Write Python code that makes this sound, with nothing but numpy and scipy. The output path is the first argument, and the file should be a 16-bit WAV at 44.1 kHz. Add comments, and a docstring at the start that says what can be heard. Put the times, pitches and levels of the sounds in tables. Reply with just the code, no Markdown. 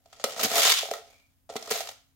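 """A small room, close to a round metal tin of small plastic buttons in which a parrot digs with its beak.
Each jab is a quick cluster of button clicks that also knocks the tin's loaded floor, rings its wall and
rocks it on a wire shelf; between jabs the pile slides and rattles. One long sweep ends in tumbling
buttons, a faint whistle sounds in the pause, then comes a shorter sweep, all over a faint mains hum."""
import sys
import numpy as np
from scipy import signal
from scipy.fft import rfft, irfft, next_fast_len
from scipy.io import wavfile

SR = 44100
rng = np.random.default_rng(int(sys.argv[2]) if len(sys.argv) > 2 else 0)


def file_out(sig):
    """Save sig as 16-bit WAV at sys.argv[1]."""
    # one column per channel
    cols = np.atleast_2d(sig).T
    # limit, then scale
    lim = np.clip(cols, -1, 1)
    pcm = np.round(lim * 32767).astype(np.int16)
    wavfile.write(sys.argv[1], SR, pcm)


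N = 94815


# Beak jabs and falling buttons. Each row: start in seconds, spread in seconds, then levels in dB for
# click, bright edge, thud, the floor's low note, middle note and high pair, and the wall.
JABS = [(0.058, 0.003, -62.5, -83, -82, -76, -71, -57.5, -79),
        (0.128, 0.0052, -50.5, -62, -80, -75, -70, -53.5, -55),
        (0.198, 0.011, -46, -63, -71, -63, -50, -49, -53),
        (0.24, 0.0027, -22.5, -32, -43.5, -28, -26.5, -29.5, -34),
        (0.364, 0.0042, -48, -54, -57, -66, -63, -47.5, -44),
        (0.394, 0.011, -42.5, -45, -49, -52, -53, -42.5, -37.5),
        (0.432, 0.0062, -20.5, -23.5, -42, -38, -44, -34.5, -46),
        (0.446, 0.0066, -22.5, -52, -35, -34.5, -42.5, -49, -51),
        (0.514, 0.0036, -36, -42, -49, -48, -40, -37.5, -39),
        (0.54, 0.0032, -35.5, -43, -49, -46.5, -53, -34, -48),
        (0.581, 0.0038, -23.5, -25.5, -46, -47, -31.5, -31, -35.5),
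        (0.631, 0.003, -22, -29, -63, -48, -52, -53, -50),
        (0.652, 0.0032, -22.5, -31, -55, -35.5, -40, -34, -42),
        (0.675, 0.0038, -25, -32, -71, -49, -59, -30, -56),
        (0.719, 0.004, -17.5, -27.5, -92, -65, -50, -50, -61),
        (0.786, 0.0029, -27, -39.5, -94, -73, -66, -57.5, -55),
        (0.83, 0.0012, -43, -55, -67, -39.5, -36, -32.5, -63),
        (0.854, 0.00069, -42, -52, -76, -61, -43, -36, -67),
        (0.886, 0.0024, -46, -59, -72, -57, -66, -41.5, -56),
        (0.9124, 0.001, -35, -42, -61, -35, -34, -29, -61),
        (0.937, 0.00086, -37.5, -43.5, -68.5, -48, -51, -42.5, -39),
        (1.492, 0.0022, -54.5, -81.5, -81, -80, -66.5, -44, -63),
        (1.498, 0.0069, -45.5, -62.5, -56, -46, -42, -39, -50.5),
        (1.556, 0.004, -43, -50, -43.5, -34.5, -54.5, -33, -68),
        (1.564, 0.003, -33.5, -44, -56.5, -44.5, -59, -41.5, -42.5),
        (1.625, 0.0021, -41.5, -65, -59, -74, -66, -46.5, -62),
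        (1.676, 0.0028, -47, -56, -76, -49.5, -59, -41.5, -47),
        (1.705, 0.0033, -35, -33, -80, -77, -40, -70, -48),
        (1.71, 0.0073, -24, -32, -52, -28, -37.5, -35, -52.5),
        (1.718, 0.0033, -32, -38, -48, -38.5, -67, -49, -46.5),
        (1.755, 0.0052, -32.5, -50, -58, -53, -43, -37, -56),
        (1.805, 0.0021, -37, -50, -68, -59, -48, -34.5, -57),
        (1.8728, 0.0011, -40, -55, -75, -55.5, -66, -60, -71),
        (1.889, 0.0019, -37.5, -49, -78, -64, -55, -43.5, -60),
        (1.912, 0.0022, -51.5, -54, -83, -79, -73, -55, -58)]
def jabs(follower_db, count=10):
    """Each jab is one firm contact and a dying cluster of followers. Returns a force per level column."""
    forces = np.zeros((len(JABS[0]) - 2, N))
    for start, spread, *levels in JABS:
        jitter, coin = rng.random((2, count))
        lag = (np.arange(count) + jitter) * 2 / count
        strength = undb(follower_db) * np.exp(-lag / 2) * np.sign(coin - .5)
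        lag[0], strength[0] = 0, 1
        at = ((start + lag * spread) * SR).astype(int)
        forces[:, at] += undb(levels)[:, None] * unit(strength) * np.sqrt(SR / 100)  # level over 10 ms
    return forces


# The pile sliding. Each row: time in seconds, then levels in dB for click, bright edge, floor and thud.
SLIDE_LEVELS = [(.03, -79, -85, -81, -94), (.14, -60.5, -71, -67.5, -83), (.23, -53.5, -76, -56, -76),
                (.27, -50, -50, -43, -70), (.32, -39.5, -52, -50, -63), (.355, -46, -56, -45.5, -74),
                (.41, -28.5, -37, -34.5, -57), (0.461, -34.5, -35.5, -34.5, -39),
                (.495, -35.5, -44.5, -46, -71), (.56, -23.5, -28.5, -27, -54),
                (.61, -23, -28.5, -35.5, -53.5), (.645, -21.5, -31, -38, -77), (.70, -21, -26.5, -37, -61),
                (.76, -29.5, -38, -78, -80), (.805, -32, -43, -50, -95), (.84, -41, -48, -61, -85),
                (.90, -47, -53, -66, -62), (.95, -43.5, -49, -43, -95), (1.03, -63, -78, -58.5, -100),
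                (1.11, -60, -68, -64.5, -81), (1.24, -73, -80, -80.5, -86), (1.32, -79.5, -85.5, -90, -91),
                (1.48, -88, -91.5, -99, -87.5), (1.52, -54, -64, -47, -78.5), (1.59, -52.5, -58, -65, -68),
                (1.689, -46, -57, -48, -70), (1.728, -32, -37, -41, -56.5), (1.815, -38.5, -43.5, -49, -73),
                (1.85, -46.5, -55, -53.5, -78), (1.909, -52, -55, -62, -85),
                (1.95, -59.5, -82.5, -74, -95.5), (2.03, -85.5, -96, -95, -100)]
# Buttons tumbling back after the long sweep. Each row: time in seconds, level in dB.
TUMBLE_LEVELS = [(.45, -110), (.56, -61), (.64, -37.5), (.70, -31), (.75, -38), (.80, -37.5), (.85, -51.5),
                 (.95, -92), (1.2, -110)]
def moving_pile(contacts_per_s=900, spread_db=2.5):
    """Random contacts, many small and a few large. Returns four sliding forces and the tumbling one."""
    hits = rng.random(N) < contacts_per_s / SR
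    strength = undb(spread_db * np.minimum(rng.exponential(size=N), 3.8))
    contacts = unit(hits * strength * rng.choice([-1, 1], N)) * np.sqrt(N)
    return contacts * np.vstack([gains(SLIDE_LEVELS), gains(TUMBLE_LEVELS)])


# Tone of the click, its bright edge and the thin tumble. Each row: frequency in Hz, relative level in dB.
CLICK_EQ = [(40, -56.5), (200, -51.5), (600, -13.5), (1100, -3), (1600, -1), (2300, 0.5), (3450, 2),
            (4500, 3.5), (6800, 2.5), (9000, -6.5), (16000, -42.5)]
EDGE_EQ = [(40, -77), (200, -67), (3000, -15.5), (6000, 4.5), (7800, -8), (9500, -1), (12000, 9),
           (14000, 4.5), (16000, 3.5)]
TUMBLE_EQ = [(500, -66), (2200, -10.5), (2800, 0), (3400, 1.5), (3950, 1.5), (4700, -18.5), (16000, -47)]
def buttons(click, edge, tumble, count=36, size=2048):
    """Each contact ticks one of many buttons, which rings briefly and echoes between the tin's walls."""
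    low_hz, high_hz, ring_t60_s, echo_decay_s = 1972.6, 15794, 0.097, .0022
    forces = np.array([click, edge, tumble])
    struck_button = rng.integers(count, size=N)
    layers = np.zeros((3, 2, N))
    t = np.arange(size) / SR
    for button in range(count):
        pitches = low_hz * (high_hz / low_hz) ** ((np.arange(6) + rng.random(6)) / 6)
        tick = 0.3 * modes([(hz, 0, ring_t60_s) for hz in pitches], size)
        tick[0] += 1  # the bare tick on top of the ring
        echoes = undb(4) * unit(rng.standard_normal((2, size)) * np.exp(-t / echo_decay_s))
        echoes[:, 0] += .45  # direct arrival
        response = unit(ring(tick, echoes)[:, :size])
        for i in np.flatnonzero((struck_button == button) & (click != 0)):
            layers[:, :, i:i + size] += forces[:, i, None, None] * response[:, :N - i]
    return sum(ring(layer, colour(eq)) for layer, eq in zip(layers, (CLICK_EQ, EDGE_EQ, TUMBLE_EQ)))


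# Stereo lean of the rattle. Each row: frequency in Hz, left minus right in dB.
RATTLE_PAN = [(1400, 2.5), (2800, 0.5), (5500, -3), (8000, 1), (10000, 6.5), (12500, 1), (16000, -4.5)]
def pan(rattle):
    """The rattle leans left or right depending on frequency."""
    hz, db = np.array(RATTLE_PAN).T
    size = next_fast_len(N + 1024)
    lean_db = np.interp(np.fft.rfftfreq(size, 1 / SR), hz, db)
    return irfft(rfft(rattle, size) * undb([lean_db / 2, -lean_db / 2]), size)[:, :N]


# The floor's low note, middle note and high pair. Each row: pitch in Hz, level in dB, T60 in seconds.
FLOOR_MODES = [(445, 0, 0.074), (536.6, 0, 0.046), (689.4, 1.5, .048), (747, -2.5, 0.049)]
def tin_floor(knocks, slide, slide_db=(-9, -7, -1.5)):
    """The floor, damped by the pile, answers sliding and jabs; its hollow notes vary with where they land."""
    hollow = 0
    for k, notes in enumerate((FLOOR_MODES[:1], FLOOR_MODES[1:2], FLOOR_MODES[2:])):
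        response = unit(band(band(modes(notes), 410, "high"), 1000, "low", order=3))
        force = knocks[k] + undb(slide_db[k]) * slide
        hollow += (-1) ** k * ring(force, response)  # neighbouring notes swing opposite ways
    return hollow


# The wall's metallic ring. Each row: pitch in Hz, relative level in dB, T60 in seconds.
WALL_MODES = [(1130, -12.5, 0.057), (1284, 4, 0.05), (1370, -1.5, 0.096), (1889, 2, 0.034)]
def tin_wall(knock, click):
    """Hard knocks ring the wall, and the buttons' clicks stir it lightly."""
    return ring(knock + undb(-20) * click, unit(band(modes(WALL_MODES), 900, "high")))


# The tin's low thud. Each row: pitch in Hz, relative level in dB, T60 in seconds.
ROCKING_MODES = [(160, -16, 0.04), (231, -5, 0.073), (282, -10, 0.0804)]
def tin_rocking(shove):
    """A shove rocks the whole tin on the wire shelf."""
    response = band(modes(ROCKING_MODES), 110, "high", order=2)
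    return ring(shove, unit(band(response, 450, "low")))


def room(x, t60, treble_t60, side_db, size=32768):
    """The small room's diffuse tail, with its own decay for the treble; side_db sets the width."""
    mid, side = rng.standard_normal((2, size))
    noise = mid + undb(side_db) * side * np.array([[1], [-1]])
    low = band(noise, 4000, "low", order=1)
    attack = 1 - np.exp(-np.arange(size) / SR / 0.003)
    decay = low * fade(t60, size) + (noise - low) * fade(treble_t60, size)
    return ring(x, unit(attack * decay))


def whistle(peak_s=1.168, swell_s=0.11, pitch_hz=2330, width_hz=330, level_db=-66.5):
    """A narrow band of noise swells and fades as a faint, blurred tone."""
    peak = np.exp(-((np.fft.rfftfreq(N, 1 / SR) - pitch_hz) / width_hz * 2) ** 2)
    tone = unit(irfft(rfft(rng.standard_normal((2, N))) * peak, N)) * np.sqrt(N)
    swell = np.exp(-((np.arange(N) / SR - peak_s) / swell_s) ** 2)
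    return undb(level_db) * tone * swell


# Tone of the still air. Each row: frequency in Hz, relative level in dB.
AIR_EQ = [(20, -10.5), (45, -1.5), (85, -2), (140, -7.5), (400, -24), (1500, -28), (4000, -36.5),
          (16000, -27)]
# Mains hum. Each row: pitch in Hz, level in dB.
HUM_TONES = [(90, -78), (269.2, -82)]
def room_tone(air_db=-69):
    """Soft rumble and hiss with a faint, steady hum."""
    air = unit(ring(rng.standard_normal((2, N)), colour(AIR_EQ))) * np.sqrt(N) * undb(air_db)
    t = np.arange(N) / SR
    return air + sum(np.sqrt(2) * undb(db) * np.sin(2 * np.pi * hz * t) for hz, db in HUM_TONES)


def undb(db):
    """Decibels to gain."""
    return 10 ** (np.asarray(db) / 20)


def unit(x):
    """Scale to unit energy."""
    return x / np.sqrt(np.sum(x ** 2, axis=-1, keepdims=True) + 1e-18)


def gains(table):
    """One fader curve for each dB column of a table."""
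    times, *levels = np.array(table).T
    return np.array([undb(np.interp(np.arange(N) / SR, times, db)) for db in levels])


def ring(x, response):
    """Play a signal through an impulse response."""
    return signal.fftconvolve(np.atleast_2d(x), np.atleast_2d(response), axes=-1)[:, :N]


def fade(t60, size):
    """Exponential decay, 60 dB in t60 seconds."""
    return np.exp(-np.log(1000) * np.arange(size) / SR / t60)


def modes(table, size=16384):
    """A struck object's response: a sum of decaying sines."""
    t = np.arange(size) / SR
    return unit(sum(undb(db) * fade(t60, size) * np.sin(2 * np.pi * hz * t) for hz, db, t60 in table))


def colour(eq, size=4096):
    """Minimum-phase response of an EQ curve, which keeps attacks sharp."""
    hz, db = np.array(eq).T
    bins_hz = np.maximum(np.fft.rfftfreq(size, 1 / SR), 1)
    magnitude = undb(np.interp(np.log(bins_hz), np.log(hz), db))
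    cepstrum = irfft(np.log(magnitude))
    cepstrum[1:size // 2] *= 2
    cepstrum[size // 2 + 1:] = 0
    return unit(irfft(np.exp(rfft(cepstrum))))


def band(x, hz, kind, order=4):
    """High-pass or low-pass."""
    return signal.sosfilt(signal.butter(order, hz, kind, fs=SR, output="sos"), x)


def scene():
    """Jabs and sliding drive the buttons and the tin; the room answers both."""
    slide_click, slide_edge, slide_floor, slide_shove, tumble = moving_pile()
    jab_click, jab_edge = jabs(follower_db=-1.5)[:2]
    click = jab_click + slide_click
    rattle = pan(buttons(click, jab_edge + slide_edge, tumble))
    jab_shove, *floor_knocks, wall_knock = jabs(follower_db=-14)[2:]
    tin = tin_floor(floor_knocks, slide_floor) + tin_wall(wall_knock, click)
    thud = tin_rocking(jab_shove + slide_shove)
    rattle_tail = undb(-10.5) * room(rattle, t60=0.47, treble_t60=0.33, side_db=0)
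    tin_tail = undb(-7.5) * room(tin + undb(-6) * thud, t60=0.29, treble_t60=0.29, side_db=-4.5)
    return rattle + tin + thud + rattle_tail + tin_tail + whistle() + room_tone()


def record(dry, cutoff_hz=15900):
    """A steep low-pass trims the very top."""
    return signal.sosfilt(signal.ellip(10, .2, 80, cutoff_hz, fs=SR, output="sos"), dry)


dry = scene()
out = record(dry)
file_out(out)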